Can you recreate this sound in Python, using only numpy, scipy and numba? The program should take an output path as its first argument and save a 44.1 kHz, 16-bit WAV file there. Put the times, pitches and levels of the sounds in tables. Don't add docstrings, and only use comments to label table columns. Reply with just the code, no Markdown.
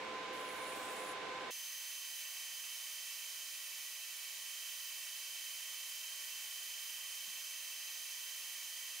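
import sys
import numpy as np
from scipy import signal
from scipy.fft import rfft, irfft, next_fast_len
from scipy.io import wavfile
from scipy.ndimage import uniform_filter1d
from numba import njit

SR = 44100
rng = np.random.default_rng(int(sys.argv[2]) if len(sys.argv) > 2 else 0)


def to_linear_factor(level_db):
    exponent = np.asarray(level_db, float) / 20
    return 10 ** exponent


def generate_wav(sig):
    pcm = np.round(np.clip(np.atleast_2d(sig).T, -1, 1) * 32767).astype(np.int16)
    wavfile.write(sys.argv[1], SR, pcm)


N = 396900

CUT_S, HASTE = 1.5075, 6
CLEAR_DB = -60


def on_log(hz, table):
    f, v = np.transpose(table)
    return np.interp(np.log(hz + 1), np.log(f), v)


def unit(x):
    return x / np.sqrt(np.mean(x ** 2))


def walk(n, rate):
    knots = rng.standard_normal(int(n * rate / SR) + 3)
    return 0.79 * np.interp(np.arange(n) * rate / SR, np.arange(len(knots)), knots)


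def steps(t, rows, ease_s):
    s, *columns = np.transpose(rows)
    row = np.clip(np.searchsorted(s, t, "right") - 1, 0, None)
    held = np.array(columns)[:, row]
    return uniform_filter1d(held, int(ease_s * SR), axis=1, mode="nearest")


def gate_db(t, s, end, rise_s, fall_s, depth_db=25):
    return depth_db * np.clip(np.minimum((t - s) / rise_s, (end - t) / fall_s), -4, 0)


@njit
def sweep(x, hz, width):
    y, b, l = np.empty(len(x)), 0., 0.
    for i in range(len(x)):
        g, k = np.tan(np.pi * hz[i] / SR), width / hz[i]
        v = (b + g * (x[i] - l)) / (1 + g * (g + k))
        b, l, y[i] = 2 * v - b, l + 2 * g * v, k * v
    return y


def bumps():
    # start_s, peak_db, pitch_hz, t60_s
    bump_events = [(5.204, -73, 300, .04), (5.205, -72, 130, 0.036), (7.164, -83, 205, .25),
                   (7.272, -66, 200, 0.14), (7.274, -79, 335, .1), (7.31, -78, 240, .2),
                   (7.349, -86, 60, .05), (8.0, -91, 240, 2.5), (8.299, -91, 135, .2), (8.67, -87, 200, .2),
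                   (8.815, -83, 200, .2), (8.949, -86, 210, .2)]
    out, t = np.zeros(N), np.arange(SR // 2) / SR
    for s, db, hz, t60 in bump_events:
        ring = np.sin(2 * np.pi * np.cumsum(hz * (1 + 0.12 * walk(len(t), 40.0))) / SR)
        onset = np.sin(np.pi / 2 * np.minimum(t / .007, 1)) ** 2
        thud = ring * to_linear_factor(db - 60 * t / t60) * onset
        i = int(s * SR)
        out[i:i + len(t)] += thud[:N - i]
    return out


def file_tip(t):
    tip_s, tip_end_s, ease_s, tip_db = 4.6, 5.02, .06, -61
    rings = sum(sweep(rng.standard_normal(len(t)), hz + 0 * t, 280.) for hz in (14650., 15250.))
    contact_db = gate_db(t, tip_s, tip_end_s, ease_s, ease_s)
    return unit(rings) * to_linear_factor(tip_db + contact_db + 2.3 * walk(len(t), 40.0))


def file_stroke(t, scatter_db=2.5, throb_db=4.5, alike=.5):
    # centre_hz, width_hz
    file_modes = [(10900, 12000), (9470, 1100), (10560, 600), (13750, 450)]
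    # loudest_db, fall_to_node_db, loudest_place (0-1), node_spacing (0-1), growth_db
    node_rows = [(-66.5, 5, 0.5, 1.5, -2), (-61, 6, 0.47, .47, -3), (-60.5, 24, 0.99, 0.81, 5),
                 (-71, 12, .62, 1.1, 0)]
    blade_node = (-59.5, 8, 0.7, 1.4, 3)
    ring_bend = [0, -.03, -.02, .03]
    stroke_s, stroke_end_s, bite_s, lift_s = 0.332, 1.122, .012, .045
    blade_hz, blade_arch_hz, arch_place = 7350, 650, .66
    settle_db, settle_place = -11, 0.27

    place = np.clip((t - stroke_s) / (stroke_end_s - stroke_s), 0, 1)
    contact_db = gate_db(t, stroke_s, stroke_end_s, bite_s, lift_s)
    levels = []
    for db, fall, best, gap, growth in [blade_node, *node_rows]:
        node_loss = fall * np.sin(np.pi * (place - best) / gap) ** 2
        levels.append(contact_db + db - node_loss + growth * (place - best))
    levels[2] = levels[2] + settle_db * np.clip(1 - (place / settle_place) ** 2, 0, 1)

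    teeth = to_linear_factor(scatter_db * rng.exponential(1, len(t)))
    ticks = teeth * rng.standard_normal((3, len(t)))
    ticks = np.sqrt(alike) * ticks[0] + np.sqrt(1 - alike) * ticks[1:]

    arch = np.interp(place, [0, arch_place, 1], [0, 1, 0])
    low_hz = blade_hz + blade_arch_hz * arch
    out = unit(np.array([sweep(v, low_hz, 1700.0) for v in ticks])) * to_linear_factor(levels[0])
    for (hz, width), db, bend in zip(file_modes, levels[1:], ring_bend):
        drift = hz * (1 + bend * (arch - .5) + .006 * walk(len(t), 8.0))
        ring = np.array([sweep(sweep(v, drift, 1.8 * width), drift, 1.8 * width) for v in ticks])
        out = out + unit(ring) * to_linear_factor(db + throb_db * walk(len(t), 45.5))
    return out * to_linear_factor(np.array([[0.], [2.5]]))


def roar(n, haste, colour, swell_db=-0.33, flicker_db=0.2, top_db=0, tilt_db=3.0, diffuse_db=-1.0):
    # centre_hz, width_hz, level_db over the roar
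    housing = [(98.5, 14, -10), (117.6, 12, 2), (300, 5.8, 5.5), (340, 14, 1), (384, 20, 5),
               (446.3, 11.8, 9.5), (503, 10, 0.5), (660, 12, 2), (780, 50, 1.5), (925, 17, 5.5),
               (1008, 17, 3.5), (1121, 53, 5), (1555, 90, 5), (1766, 36, 2.5), (2190, 24, 5.5),
               (2344, 37, 4.5)]
    side_table = {1: [(60, -15), (110, -27), (200, -44), (380, -14), (700, -5), (1290, -4), (2380, -4.5),
                  (4400, -0.5), (8120, -2), (15000, -1)], HASTE: [(60, -4), (110, -12), (200, -10),
                  (380, -24), (700, -27), (1290, -24), (2380, -17), (4400, -5.5), (8120, -5.5),
                  (15000, -4)]}
    lean_table = {1: [(60, .5), (110, .5), (200, -2), (380, -3), (700, -2.5), (1290, -1.5), (2380, -4),
                  (4400, -1.5), (8120, -3.5), (15000, 0)], HASTE: [(60, 0.0), (110, -1), (200, -0.5),
                  (380, 1), (700, 1), (1290, -0.5), (2380, -2.5), (4400, -3), (8120, -1.5), (15000, -4.5)]}
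    size = next_fast_len(n)
    hz = np.arange(size // 2 + 1) * SR / size
    resonance = 1
    for f, w, db in housing:
        resonance = resonance + (to_linear_factor(db) ** 2 - 1) / (1 + (2 * (hz / haste - f) / w) ** 2) ** 2
    gain = to_linear_factor(on_log(hz, colour)) * np.sqrt(resonance)

    mid, side = rfft(rng.standard_normal((2, size)))
    side_db = on_log(hz, side_table[haste])
    side = side * to_linear_factor(side_db + diffuse_db)
    notch, tilt = (walk(len(hz), SR * SR / size / haste / 4) for _ in range(2))
    gain = gain * to_linear_factor(np.clip(1500 * haste / (hz + 1), 2, 4) * notch)
    lean = to_linear_factor(on_log(hz, lean_table[haste]) / 2 + tilt_db * to_linear_factor(side_db) * tilt)
    pair = gain * np.array([(mid + side) * lean, (mid - side) / lean])

    place, swell, out = 2 * np.log2(hz + 1), walk(n, 3.5 * haste), 0
    for k in range(8, 29):
        share = np.clip(1 - np.abs(place - k), 0, 1)
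        db = swell_db * swell + flicker_db * walk(n, 12.0)
        if k == 28:
            db = db + top_db
        out = out + to_linear_factor(db) * irfft(pair * share, size)[:, :n]
    reference = gain[(hz > 1100 * haste) & (hz < 2000 * haste)]
    return out / np.sqrt(np.mean(np.abs(reference) ** 2))


def drag(t):
    # start_s, end_s, lost_rps (turns a second)
    presses = [(.33, 1.15, .06), (1.51, 1.74, .085), (1.82, 1.97, .045), (2.07, 2.42, .07),
               (2.54, 2.63, .05), (2.73, 2.95, .06), (3.08, 3.19, .07), (3.53, 3.97, .05), (4.1, 4.4, .04),
               (4.65, 5.2, .04), (5.44, 5.55, .08), (5.72, 6.02, .06), (6.2, 6.98, .06), (7.18, 7.42, .035),
               (7.57, 8.05, .045), (8.18, 8.74, .055)]
    lost = sum(rps * ((t >= s) & (t < end)) for s, end, rps in presses)
    return uniform_filter1d(lost, int(.07 * SR), mode="nearest")


def whine(shade, turns, haste, tone_db, beat_db, lag, wobble=0.28, memory=7.0):
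    # order (multiple of the shaft rate), left_db, right_db
    gear_tones = [(3, -95, -95), (14, -70, -69), (15, -69, -69), (17, -72, -72), (19, -72, -72),
                  (23, -65, -66), (24, -60, -53), (27, -71, -71), (29, -74, -72), (31, -67, -64),
                  (33, -68, -73), (35, -73, -72), (36, -73, -72), (37, -64, -62), (38, -76, -72),
                  (39, -74, -72), (42, -74, -66), (43, -70, -66), (46, -70, -73), (48, -60, -55),
                  (49, -76, -78), (51, -70, -77), (57, -72, -70), (60, -77, -74), (65, -78, -76),
                  (72, -68, -69), (74, -72, -70), (93, -78, -75), (96, -75, -84)]
    # order (multiple of the shaft rate), left_db, right_db
    beat_tones = [(3.65, -90, -90), (4.2, -89, -89), (4.65, -80, -80), (6.62, -85, -85), (8.12, -81, -82),
                  (8.58, -78, -78), (9.28, -84, -84), (11.68, -81, -81), (14.45, -77, -77),
                  (15.2, -72, -72), (18.55, -75, -74), (19.45, -71, -71), (20.7, -68, -67),
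                  (22.2, -73, -77), (23.736, -63, -65), (24.2, -68, -63), (24.34, -68, -66),
                  (31.2, -73, -72), (38.33, -69, -69), (39.45, -78, -77), (47.5, -69, -70),
                  (48.5, -69, -70), (69.35, -76, -73), (71.5, -72, -69), (103.45, -71, -64),
                  (105.3, -77, -69), (107.02, -77, -71), (110.28, -77, -75)]
    shake_rows = [(.2, .25, .2), (.5, .4, .25)]
    mesh_order = 24
    n, out = len(turns), 0
    rate = haste * 21.5 / memory
    shake = 0
    for order, pitch, size in shake_rows:
        shake = shake + (1j * pitch + size) * np.sin(2 * np.pi * (order * turns + rng.random()))
    for order, left_db, right_db in [*gear_tones, *beat_tones]:
        beside = abs(order - mesh_order) < .6
        steady = beside or order < 5 or abs(order - 2 * mesh_order) < .6
        sway = .08 if steady else wobble
        load = 1 + sway * (walk(n, rate) + 1j * walk(n, rate))
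        tone = np.sqrt(2) * load * np.exp(2j * np.pi * (order * turns + rng.random()))
        db = np.array([[left_db], [right_db]]) + (beat_db if beside else tone_db)
        if order == mesh_order:
            db, tone = shade[:2], tone * np.exp(1j * lag * np.array([[1], [0]]))
        if order == 2 * mesh_order:
            db, tone = shade[2:], tone * np.exp(shake)
        out = out + to_linear_factor(db) * tone.real
    return out


def lathe(t, haste, colour, roar_db, tone_db, beat_db, lag, right_db):
    # start_s, mesh_db, octave_db
    postures = [(0, -66, -51.5), (1.5075, -69, -52), (1.8, -64, -55), (2.3, -60.5, -58), (3.05, -64, -62.5),
                (3.5, -73, -63), (4.1, -71, -69), (4.42, -60, -63), (5.3, -57.5, -61.5), (7.35, -63, -57.5),
                (8.1, -63, -60.5)]
    cold_rps, warm_rps, creep_rps, warming_s = 21.415, 21.62, .16, 3.0
    right_shade, roar_shade = .25, 0.034
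    rub_db_per_rps = 29.5
    free = cold_rps if haste == 1 else warm_rps - creep_rps * np.exp((CUT_S - t) / warming_s)
    lost = drag(t)
    turns = np.cumsum(haste * (free - lost)) / SR
    mesh, octave = steps(t, postures, .2)
    right = np.reshape(right_db, (2, 1)) + right_shade * (np.array([mesh, octave]) - CLEAR_DB)
    shade = np.array([mesh, right[0], octave, right[1]])
    top_db = rub_db_per_rps * (lost - np.mean(lost)) * (haste > 1)
    rumble = roar(len(t), haste, colour, top_db=top_db) * to_linear_factor(roar_db + roar_shade * (mesh - CLEAR_DB))
    return rumble + whine(shade, turns, haste, tone_db, beat_db, lag)


def treble_dropout(x, faint_db=-105.5, ragged_db=5.0):
    _, _, z = signal.stft(x, SR, nperseg=2048)
    bands = z[:, :1024].reshape(2, 64, 16, -1)
    level = np.sqrt(np.mean(np.abs(bands) ** 2, axis=(0, 2)))
    keep = level > to_linear_factor(faint_db + ragged_db * rng.standard_normal(level.shape))
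    z[:, :1024] = (bands * keep[None, :, None]).reshape(2, 1024, -1)
    return signal.istft(z, SR, nperseg=2048)[1][:, :x.shape[1]]


def scene():
    # freq_hz, density_db (per Hz)
    slow_roar = [(20, -48), (60, -28), (150, -20), (270, -12.5), (400, -9), (850, -10), (2370, -11.5),
                 (3850, -16), (4640, -22), (6950, -27.5), (10000, -36.5), (13000, -43.5), (14800, -47),
                 (15800, -58)]
    # freq_hz, density_db (per Hz)
    fast_roar = [(35, -81), (60, -45), (352, -42), (588, -18), (646, -26.5), (1080, -15), (1390, -17.5),
                 (2610, -6.5), (2800, -12.5), (3070, -5.5), (3370, -10.5), (6040, -8.5), (8180, -10),
                 (13700, -11), (15700, -10)]
    t = np.arange(N) / SR
    slow, fast = t[t < CUT_S], t[t >= CUT_S]
    first = lathe(slow, 1, slow_roar, roar_db=-39.0, tone_db=-0.3, beat_db=4.0, lag=3.1,
                  right_db=(-57.5, -53))
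    first = treble_dropout(first + file_stroke(slow))
    second = lathe(fast, HASTE, fast_roar, roar_db=-47.0, tone_db=0.0, beat_db=1.1, lag=0,
                   right_db=(-52.8, -54.6))
    return np.hstack([first, second + file_tip(fast)]) + bumps()


def band_limit(x):
    return signal.sosfilt(signal.butter(12, 16130, fs=SR, output="sos"), x)


def record(dry):
    size = next_fast_len(N)
    below = np.arange(size // 2 + 1) * SR / size < 15715
    mix = irfft(rfft(dry, size) * below, size)[:, :N]
    return band_limit(mix)


dry = scene()
out = record(dry)
generate_wav(out)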